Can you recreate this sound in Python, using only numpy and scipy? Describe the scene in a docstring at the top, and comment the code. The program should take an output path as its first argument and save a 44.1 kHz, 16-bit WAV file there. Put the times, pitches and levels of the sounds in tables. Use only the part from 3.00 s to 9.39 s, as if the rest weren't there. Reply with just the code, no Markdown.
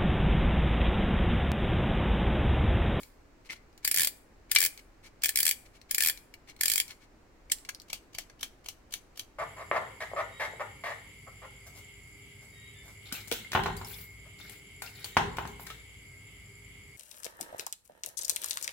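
"""A quiet room, where a plastic model of a watch movement is held close and wound by hand.
Six pushes of the key drag a pawl over the ratchet teeth, amid finger rubs and small taps in the frame.
The key is let go and the pawl seats; the escapement starts with a hollow knock, then ticks four times
a second. Each contact is a scrape, snap and chatter of noise, coloured by the resonances of its part."""
import sys
import numpy as np
from scipy import signal
from scipy.fft import rfft, irfft, next_fast_len
from scipy.io import wavfile
from scipy.ndimage import uniform_filter1d, map_coordinates

SR = 44100
rng = np.random.default_rng(int(sys.argv[2]) if len(sys.argv) > 2 else 0)


def master_out(mix):
    """Clip the mix to full scale and print it as 16-bit PCM to the path in sys.argv[1]."""
    frames = np.transpose(np.atleast_2d(mix))
    ceiling = np.clip(frames, -1, 1)
    pcm = np.round(ceiling * 32767).astype(np.int16)
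    wavfile.write(sys.argv[1], SR, pcm)


N = 281603
CUTOFF_HZ = 15900
FFT_SIZE = next_fast_len(N + SR, real=True)
HZ = np.maximum(np.arange(FFT_SIZE // 2 + 1) * SR / FFT_SIZE, 1)

# broad response of the ratchet wheel (frequency [Hz], gain [dB])
WHEEL_RESPONSE = [(50, -15), (110, -11), (250, -16.5), (700, -15.5), (1200, -17.5), (1700, -3), (2700, -6),
                  (3700, -3), (4700, 3), (6400, -1.5), (7600, 3.5), (12500, 3.5), (13900, 1), (15700, 2)]
# resonances of wheel and frame (frequency [Hz], width [Hz], gain [dB])
WHEEL_RESONANCES = [(1770, 50, -1), (2202, 250, 4.5), (2394, 63, 13), (2980, 41, 7), (3270, 180, 4),
                    (4640, 560, -8.5), (7300, 300, -3.5), (8840, 140, -8.5), (10170, 91, -4.5),
                    (11560, 100, -6), (15110, 220, -10.5)]
FRAME_RESONANCES = [(2253, 230, 14), (2820, 250, -1.5), (4200, 240, 2.5), (5730, 100, -6)]
# key travel, one list per push (time [s], teeth passed [count])
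KEY_PUSHES = [
    [(.8498, 0), (.8773, 1), (.9144, 2), (.9443, 3), (.9627, 4), (1.0188, 9), (1.0478, 11), (1.0731, 12)],
    [(1.5164, 0), (1.5862, 2), (1.6052, 3), (1.6622, 8)],
    [(2.2368, 0), (2.2458, 1), (2.2587, 2), (2.2922, 3)],
    [(2.3591, 0), (2.4042, 3), (2.4307, 4), (2.4541, 5), (2.4918, 8), (2.5119, 9)],
    [(2.9121, 0), (2.9830, 2), (3.0068, 3), (3.0242, 4), (3.0985, 10)],
    [(3.6113, 0), (3.6818, 3), (3.7180, 5), (3.7372, 6), (3.8012, 9)],
]


def from_db(db):
    """Decibels to gain."""
    return 10 ** (np.asarray(db) / 20)


def at_hz(points, hz=HZ):
    """Read a table on a log-frequency axis."""
    points_hz, values = np.transpose(points)
    return np.interp(np.log(hz), np.log(points_hz), values)


def unit_energy(x):
    """Scale each channel to energy 1."""
    return x / np.sqrt(np.sum(x ** 2, axis=-1, keepdims=True) + 1e-20)


def add(out, start_s, piece):
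    """Mix a piece in from start_s."""
    at = int(round(start_s * SR))
    piece = piece[:, max(-at, 0):max(N - at, 0)]
    out[:, max(at, 0):max(at, 0) + piece.shape[1]] += piece


def body(force, broad, modes):
    """Spectrum of a driven part: causal broad response times resonances, mean power gain 1."""
    cepstrum = irfft(np.log(from_db(at_hz(broad))), FFT_SIZE)
    cepstrum[1:FFT_SIZE // 2] *= 2
    cepstrum[FFT_SIZE // 2 + 1:] = 0
    peaks = 1 + sum(from_db(db) / (1 + 2j * (HZ - hz) / width_hz) for hz, width_hz, db in modes)
    response = np.exp(rfft(cepstrum)) * peaks
    rms_gain = np.sqrt(np.mean(np.abs(response[HZ < CUTOFF_HZ]) ** 2))
    return rfft(force, FFT_SIZE) * response / rms_gain


def spot_colour(force, depth_db=2.4, width_hz=600, corner_hz=2500):
    """Each contact spot favours other pitches: a smooth random ripple, deepest in the treble."""
    hz = np.arange(force.shape[1] // 2 + 1) * SR / force.shape[1]
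    ripple = map_coordinates(rng.standard_normal(256), [hz / width_hz], order=3, mode="mirror")
    ripple_db = depth_db * ripple * hz / np.hypot(hz, corner_hz)
    return irfft(rfft(force) * from_db(ripple_db), force.shape[1])


def contacts(rows, gain_db, scrape_share, snap_share, chatter_s, chatter_db, split_hz):
    """Mid/side force: each contact scrapes up to a snap, then loose parts chatter."""
    out = np.zeros((2, N))
    lead_s, grit_db = 0.01, 2.5
    t = np.arange(next_fast_len(SR // 16, real=True)) / SR - lead_s
    before, after = np.minimum(t, 0), np.maximum(t, 0)
    lowpass = signal.butter(1, split_hz, fs=SR)
    for time_s, level_db, bright_db, pan_db, length_ms in rows:
        length_s = length_ms / 1000
        grit = uniform_filter1d(rng.standard_normal(len(t)), size=16)
        scrape = rng.standard_normal((2, len(t))) * np.exp(before / (scrape_share * length_s))
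        scrape *= from_db(grit_db * grit / grit.std())
        snap = spot_colour(scrape * np.exp(-after / (snap_share * length_s)))
        chatter = from_db(chatter_db) * scrape * np.exp(-after / chatter_s)
        force = unit_energy(snap + chatter)
        # a harder contact trades bass for treble
        bass = signal.lfilter(*lowpass, force)
        force = bass * from_db(-bright_db / 2) + (force - bass) * from_db(bright_db / 2)
        # mid/side leakage pans it; positive is left
        force = force + np.tanh(np.log(from_db(pan_db / 2))) * force[::-1]
        add(out, time_s - lead_s, from_db(level_db + gain_db) * force)
    return out


def alike(rows, pan_db, length_ms):
    """Give contacts a common pan and length."""
    return [(*row, pan_db, length_ms) for row in rows]


def left_right(pair, correlation):
    """Blend unrelated mid and side spectra into left and right of a given correlation."""
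    likeness = at_hz(correlation)
    mid = np.sqrt((1 + likeness) / 2) * pair[0]
    side = np.sqrt((1 - likeness) / 2) * pair[1]
    return np.array([mid + side, mid - side])


def still_room(rms_db=-58.5):
    """Low rumble and faint hiss of the room."""
    spectrum = [(20, -2), (34, 4), (50, -2), (115, -7.5), (170, -13), (290, -7), (450, -12), (800, -16),
                (2200, -22), (3400, -31.5), (4200, -30), (7300, -33), (10300, -42.5), (16000, -41)]  # room noise (frequency [Hz], level [dB])
    correlation = [(30, 1), (80, .88), (200, 0.8), (600, .45), (1500, 0.1), (8000, 0)]  # left with right (frequency [Hz], correlation [0-1])
    noise = left_right(rfft(rng.standard_normal((2, FFT_SIZE))), correlation)
    air = irfft(noise * from_db(at_hz(spectrum)), FFT_SIZE)[:, :N]
    return from_db(rms_db) * np.sqrt(N) * unit_energy(air)


def fading_turn(level_db=-51, t60_s=0.36):
    """The room still rings from a turn of the key just before the scene opens."""
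    fade = from_db(level_db - 60 * np.arange(N) / SR / t60_s)
    return body(fade * rng.standard_normal((2, N)), WHEEL_RESPONSE, WHEEL_RESONANCES)


def frame_taps():
    """Small taps: handling, the pawl taking up or scraping a tooth, the lead-in to the first beat."""
    taps = [(0.0329, -36, -1), (0.7778, -43.5, 6), (1.7763, -37, 1.5), (2.2206, -32, 3),
            (2.2851, -24.5, 3.5), (2.8152, -43.5, -9), (3.1751, -36.5, -3.5), (3.34, -36, -4),
            (3.4994, -43.5, -0.5), (3.5645, -45.5, 1.5), (3.8803, -42.5, 18), (3.9081, -36, -8.5),
            (4.4992, -35, -7), (4.5855, -43.5, 10), (4.6503, -39, -15), (4.8181, -43, 8)]  # (time [s], level [dB], brightness [dB])
    response = [(100, -6), (1200, -16.5), (2400, -5), (5000, 4.5), (8000, 2), (12000, -5.5), (16000, -0.5)]  # frame (frequency [Hz], gain [dB])
    force = contacts(alike(taps, pan_db=0.5, length_ms=1.8), gain_db=14.5, scrape_share=0.23,
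                     snap_share=0.85, chatter_s=0.006, chatter_db=-23.5, split_hz=4000)
    return body(force, response, FRAME_RESONANCES)


def finger_rubs(gain_db=-5.5, grains_per_s=3600, spread_db=1.5):
    """Skin catches on ridges of the plastic: swells of tiny uneven slips."""
    rubs = [(0.444, 0.04, -53.5), (0.498, .045, -39), (0.541, 0.042, -55), (1.784, 0.019, -49.5),
            (2.027, 0.0634, -50), (2.652, 0.022, -53.5), (2.731, 0.053, -56), (3.468, 0.055, -48),
            (3.88, 0.059, -45.5), (3.998, 0.062, -58.5)]  # (time [s], length [s], level [dB])
    response = [(100, -6), (1200, -3.5), (2400, -4), (3500, -0.5), (5800, -0.5), (8000, -4), (16000, -15)]  # skin on plastic (frequency [Hz], gain [dB])
    take_up_s, take_up_db = 0.025, -52.5  # a rub leads into every push
    take_ups = [(push[0][0] - take_up_s, take_up_s, take_up_db) for push in KEY_PUSHES]
    force, longest = np.zeros((2, N)), SR // 8
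    for time_s, length_s, level_db in rubs + take_ups:
        slipping = rng.random(longest) < grains_per_s / SR
        sizes = from_db(spread_db * rng.standard_normal(longest))
        grains = slipping * sizes * rng.standard_normal((2, longest))
        n = int(length_s * SR)
        swell = unit_energy(grains[:, :n] * np.sqrt(np.hanning(n)))
        add(force, time_s, from_db(level_db + gain_db) * np.sqrt(n) * swell)
    return body(force, response, FRAME_RESONANCES)


def key_creak():
    """The key sticks and slips under the fingers when first gripped."""
    slips = [(.4915, -38.5, 0.5, 2, 1), (.4965, -37, -9.5, -7, 0.96), (.5003, -29.5, -2.5, 1.5, 0.71),
             (.5062, -28, -4.5, 5.5, 0.38)]  # (time [s], level [dB], brightness [dB], pan [dB], length [ms])
    response = [(100, 3.5), (1200, -7.5), (2500, 2.5), (6000, 2.5), (16000, -22)]  # key (frequency [Hz], gain [dB])
    modes = [(2070, 81, 24), (2120, 110, 20)]  # (frequency [Hz], width [Hz], gain [dB])
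    force = contacts(slips, gain_db=16.5, scrape_share=0.28, snap_share=1.0,
                     chatter_s=0.0056, chatter_db=-12.5, split_hz=3500)
    return body(force, response, modes)


def pin_clicks():
    """A light pin clicks in its hole with a short, high ring."""
    clicks = [(.729, -52.5, 0), (4.7478, -25, -1), (4.7998, -34, 7)]  # (time [s], level [dB], brightness [dB])
    response = [(100, -7.5), (2000, -20.5), (4500, 6), (7000, -6.5), (10000, -6), (16000, -9)]  # pin (frequency [Hz], gain [dB])
    modes = [(4900, 690, 13)]  # (frequency [Hz], width [Hz], gain [dB])
    force = contacts(alike(clicks, pan_db=3.5, length_ms=0.7), gain_db=14.5, scrape_share=0.18,
                     snap_share=0.91, chatter_s=0.003, chatter_db=-30, split_hz=5000)
    return body(force, response, modes)


def ratchet(dulling_db=1, length_ms=2.6):
    """The pawl drops once per tooth of key travel; its spring makes the snaps nearly equal."""
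    grips_db = [-1.5, -1, -2, 3.5, -1, 1]  # grip of each push (brightness [dB])
    drops = []
    for grip_db, push in zip(grips_db, KEY_PUSHES):
        times_s, passed = np.transpose(push)
        for tooth in np.arange(passed[-1] + 1):
            scatter_db, colour_db, pan_db = rng.normal(0, [0.7, 0.5, 3])
            progress = tooth / passed[-1]
            bright_db = grip_db - dulling_db * (progress - 0.5) - colour_db  # the grip tightens
            level_db = scatter_db - 0.24 * bright_db  # duller teeth are louder
            drops.append((np.interp(tooth, passed, times_s), level_db, bright_db, pan_db, length_ms))
    force = contacts(drops, gain_db=3, scrape_share=0.44, snap_share=0.49,
                     chatter_s=0.011, chatter_db=-15.5, split_hz=2500)
    return body(force, WHEEL_RESPONSE, WHEEL_RESONANCES)


def barrel_knock():
    """The spring barrel knocks in its play."""
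    clacks = [(1.5612, -4, 1.5, -4.5, 0.76), (1.5638, -11.5, -5, 3.5, 3.6)]  # (time [s], level [dB], brightness [dB], pan [dB], length [ms])
    response = [(100, -13), (700, -19), (1300, -11.5), (2000, -5), (4000, 0.5), (6500, -7.5), (11000, -7),
                (16000, -15.5)]  # barrel (frequency [Hz], gain [dB])
    modes = [(1117, 56, -1), (2100, 130, 4.6), (2325, 56, 16), (2973, 70, 11), (4053, 100, 2),
             (4400, 160, 7.3), (4930, 90, 5), (5470, 140, 7)]  # (frequency [Hz], width [Hz], gain [dB])
    force = contacts(clacks, gain_db=15.5, scrape_share=0.033, snap_share=0.3,
                     chatter_s=0.0067, chatter_db=-26.5, split_hz=5000)
    return body(force, response, modes)


def pawl_release():
    """With the key let go, the pawl seats with a dry double snap."""
    snaps = [(4.5178, -19.5, -4, -2.5, 0.44), (4.5195, -12, 6, -0.5, 3.8)]  # (time [s], level [dB], brightness [dB], pan [dB], length [ms])
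    response = [(200, -15), (1200, -13), (1700, -4), (3100, -1.5), (4500, 3), (6500, 0), (7500, 7),
                (11000, 1), (16000, 0.5)]  # unloaded pawl (frequency [Hz], gain [dB])
    modes = [(2170, 220, 3.5), (3300, 300, 0.5)]  # (frequency [Hz], width [Hz], gain [dB])
    force = contacts(snaps, gain_db=14.5, scrape_share=0.35, snap_share=0.47,
                     chatter_s=0.0079, chatter_db=-18.5, split_hz=3000)
    return body(force, response, modes)


def hollow_knocks():
    """The escapement's first beat lands with a hollow knock; a faint knock follows later."""
    knocks = [(4.6909, -21.5, 2), (5.2985, -46.5, -17)]  # (time [s], level [dB], brightness [dB])
    response = [(100, -9.5), (600, -2.5), (1500, -5), (3000, 0), (6000, 2.5), (9000, 2.5), (16000, -5)]  # (frequency [Hz], gain [dB])
    modes = [(1100, 160, 4), (1690, 73, 13.5), (2250, 270, 17.5), (3370, 99, 10), (4400, 230, 9),
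             (5740, 580, -1)]  # (frequency [Hz], width [Hz], gain [dB])
    force = contacts(alike(knocks, pan_db=0, length_ms=5.9), gain_db=15.5, scrape_share=0.16,
                     snap_share=0.56, chatter_s=0.0064, chatter_db=-24.5, split_hz=4000)
    return body(force, response, modes)


def escapement(unlock_lead_s=0.016, usual_lead_s=0.023, bright_db_per_s=800):
    """Three contacts a beat: the lever unlocks, takes its impulse, and the escape wheel lands."""
    beats = [(4.9313, -19, -3.5, .0296), (5.1859, -20, -2, .0363), (5.4311, -18.5, -1, 0.02),
             (5.687, -23.5, 3.5, .025), (5.9393, -19.5, 2.5, .0138), (6.1956, -23, 1, .0199)]  # (landing [s], level [dB], brightness [dB], impulse lead [s])
    response = [(50, -11), (120, -3), (250, -13), (700, -6.5), (1600, -8.5), (2500, -4), (4000, 1),
                (6000, 1.5), (7200, 0.5), (10500, -4), (13000, -5), (16000, -7)]  # escapement (frequency [Hz], gain [dB])
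    modes = [(2324, 160, 5.5), (2890, 260, 3), (3060, 340, 1), (4530, 290, -4.5), (6100, 300, -4),
             (11860, 500, -3)]  # (frequency [Hz], width [Hz], gain [dB])
    strikes = []  # (time [s], level [dB], brightness [dB], pan [dB], length [ms])
    for landing_s, level_db, bright_db, lead_s in beats:
        impulse_s = landing_s - lead_s
        swing_db = bright_db_per_s * (usual_lead_s - lead_s)  # a quicker swing strikes brighter
        strikes += [(impulse_s - unlock_lead_s, -47, -7, 0, 3.03),
                    (impulse_s, -31.5, swing_db, -0.5, 2.8),
                    (landing_s, level_db, bright_db, 1.1, 1.27)]
    force = contacts(strikes, gain_db=14.5, scrape_share=0.74, snap_share=0.83,
                     chatter_s=0.021, chatter_db=-17, split_hz=6100)
    return body(force, response, modes)


def placed(pair, lag_ms):
    """Sound reaches the right microphone later and with another colour."""
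    balance = [(200, -1.5), (900, 8), (1750, 4.5), (2400, 4), (3000, 5.5), (5500, 0), (7800, 0),
               (10500, 0.5), (13000, -.5), (15500, 4.5)]  # (frequency [Hz], left minus right [dB])
    correlation = [(200, 0.96), (2200, 0.86), (3200, 0.58), (6000, 0.12), (10000, 0.12), (15000, .2)]  # left with right (frequency [Hz], correlation [0-1])
    gains = from_db(at_hz(balance) * np.array([[0.5], [-0.5]]))
    delay = np.exp(-2j * np.pi * HZ * np.array([[0], [lag_ms]]) / 1000)
    return left_right(pair, correlation) * gains * delay


def room(early_db=-5.5, early_s=0.011, table_s=0.0014, tail_db=-18, build_s=0.0024):
    """Direct sound, quick reflections from hands and table, then a tail whose treble dies first."""
    decay = [(300, 1), (2500, 0.34), (7000, 0.33), (11000, 0.47), (16000, 0.21)]  # reverberation (frequency [Hz], T60 [s])
    t = np.arange(SR * 3 // 4) / SR
    early = unit_energy(rng.standard_normal((2, len(t))) * (t > table_s) * np.exp(-t / early_s))
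    tail = 0
    edges_hz = np.geomspace(100, 17000, 12)
    for low_hz, high_hz in zip(edges_hz, edges_hz[1:]):
        bandpass = signal.butter(2, [low_hz, high_hz], "band", fs=SR, output="sos")
        band = signal.sosfilt(bandpass, rng.standard_normal((2, len(t))))
        tail = tail + band * from_db(-60 * t / at_hz(decay, np.sqrt(low_hz * high_hz)))
    tail = unit_energy(tail * (1 - np.exp(-t / build_s)))
    return 1 + rfft(from_db(early_db) * early + from_db(tail_db) * tail, FFT_SIZE)


def scene():
    """The model sits a little left of the microphones."""
    winding = ratchet() + barrel_knock() + key_creak() + fading_turn()
    movement = winding + pawl_release() + escapement() + frame_taps() + hollow_knocks()
    model = placed(movement + finger_rubs(), lag_ms=0.076) + placed(pin_clicks(), lag_ms=0.01)
    return irfft(model * room(), FFT_SIZE)[:, :N] + still_room()


def record(dry):
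    """Steep low-pass."""
    return signal.sosfilt(signal.ellip(12, 0.2, 70, CUTOFF_HZ, fs=SR, output="sos"), dry)


dry = scene()
out = record(dry)
master_out(out)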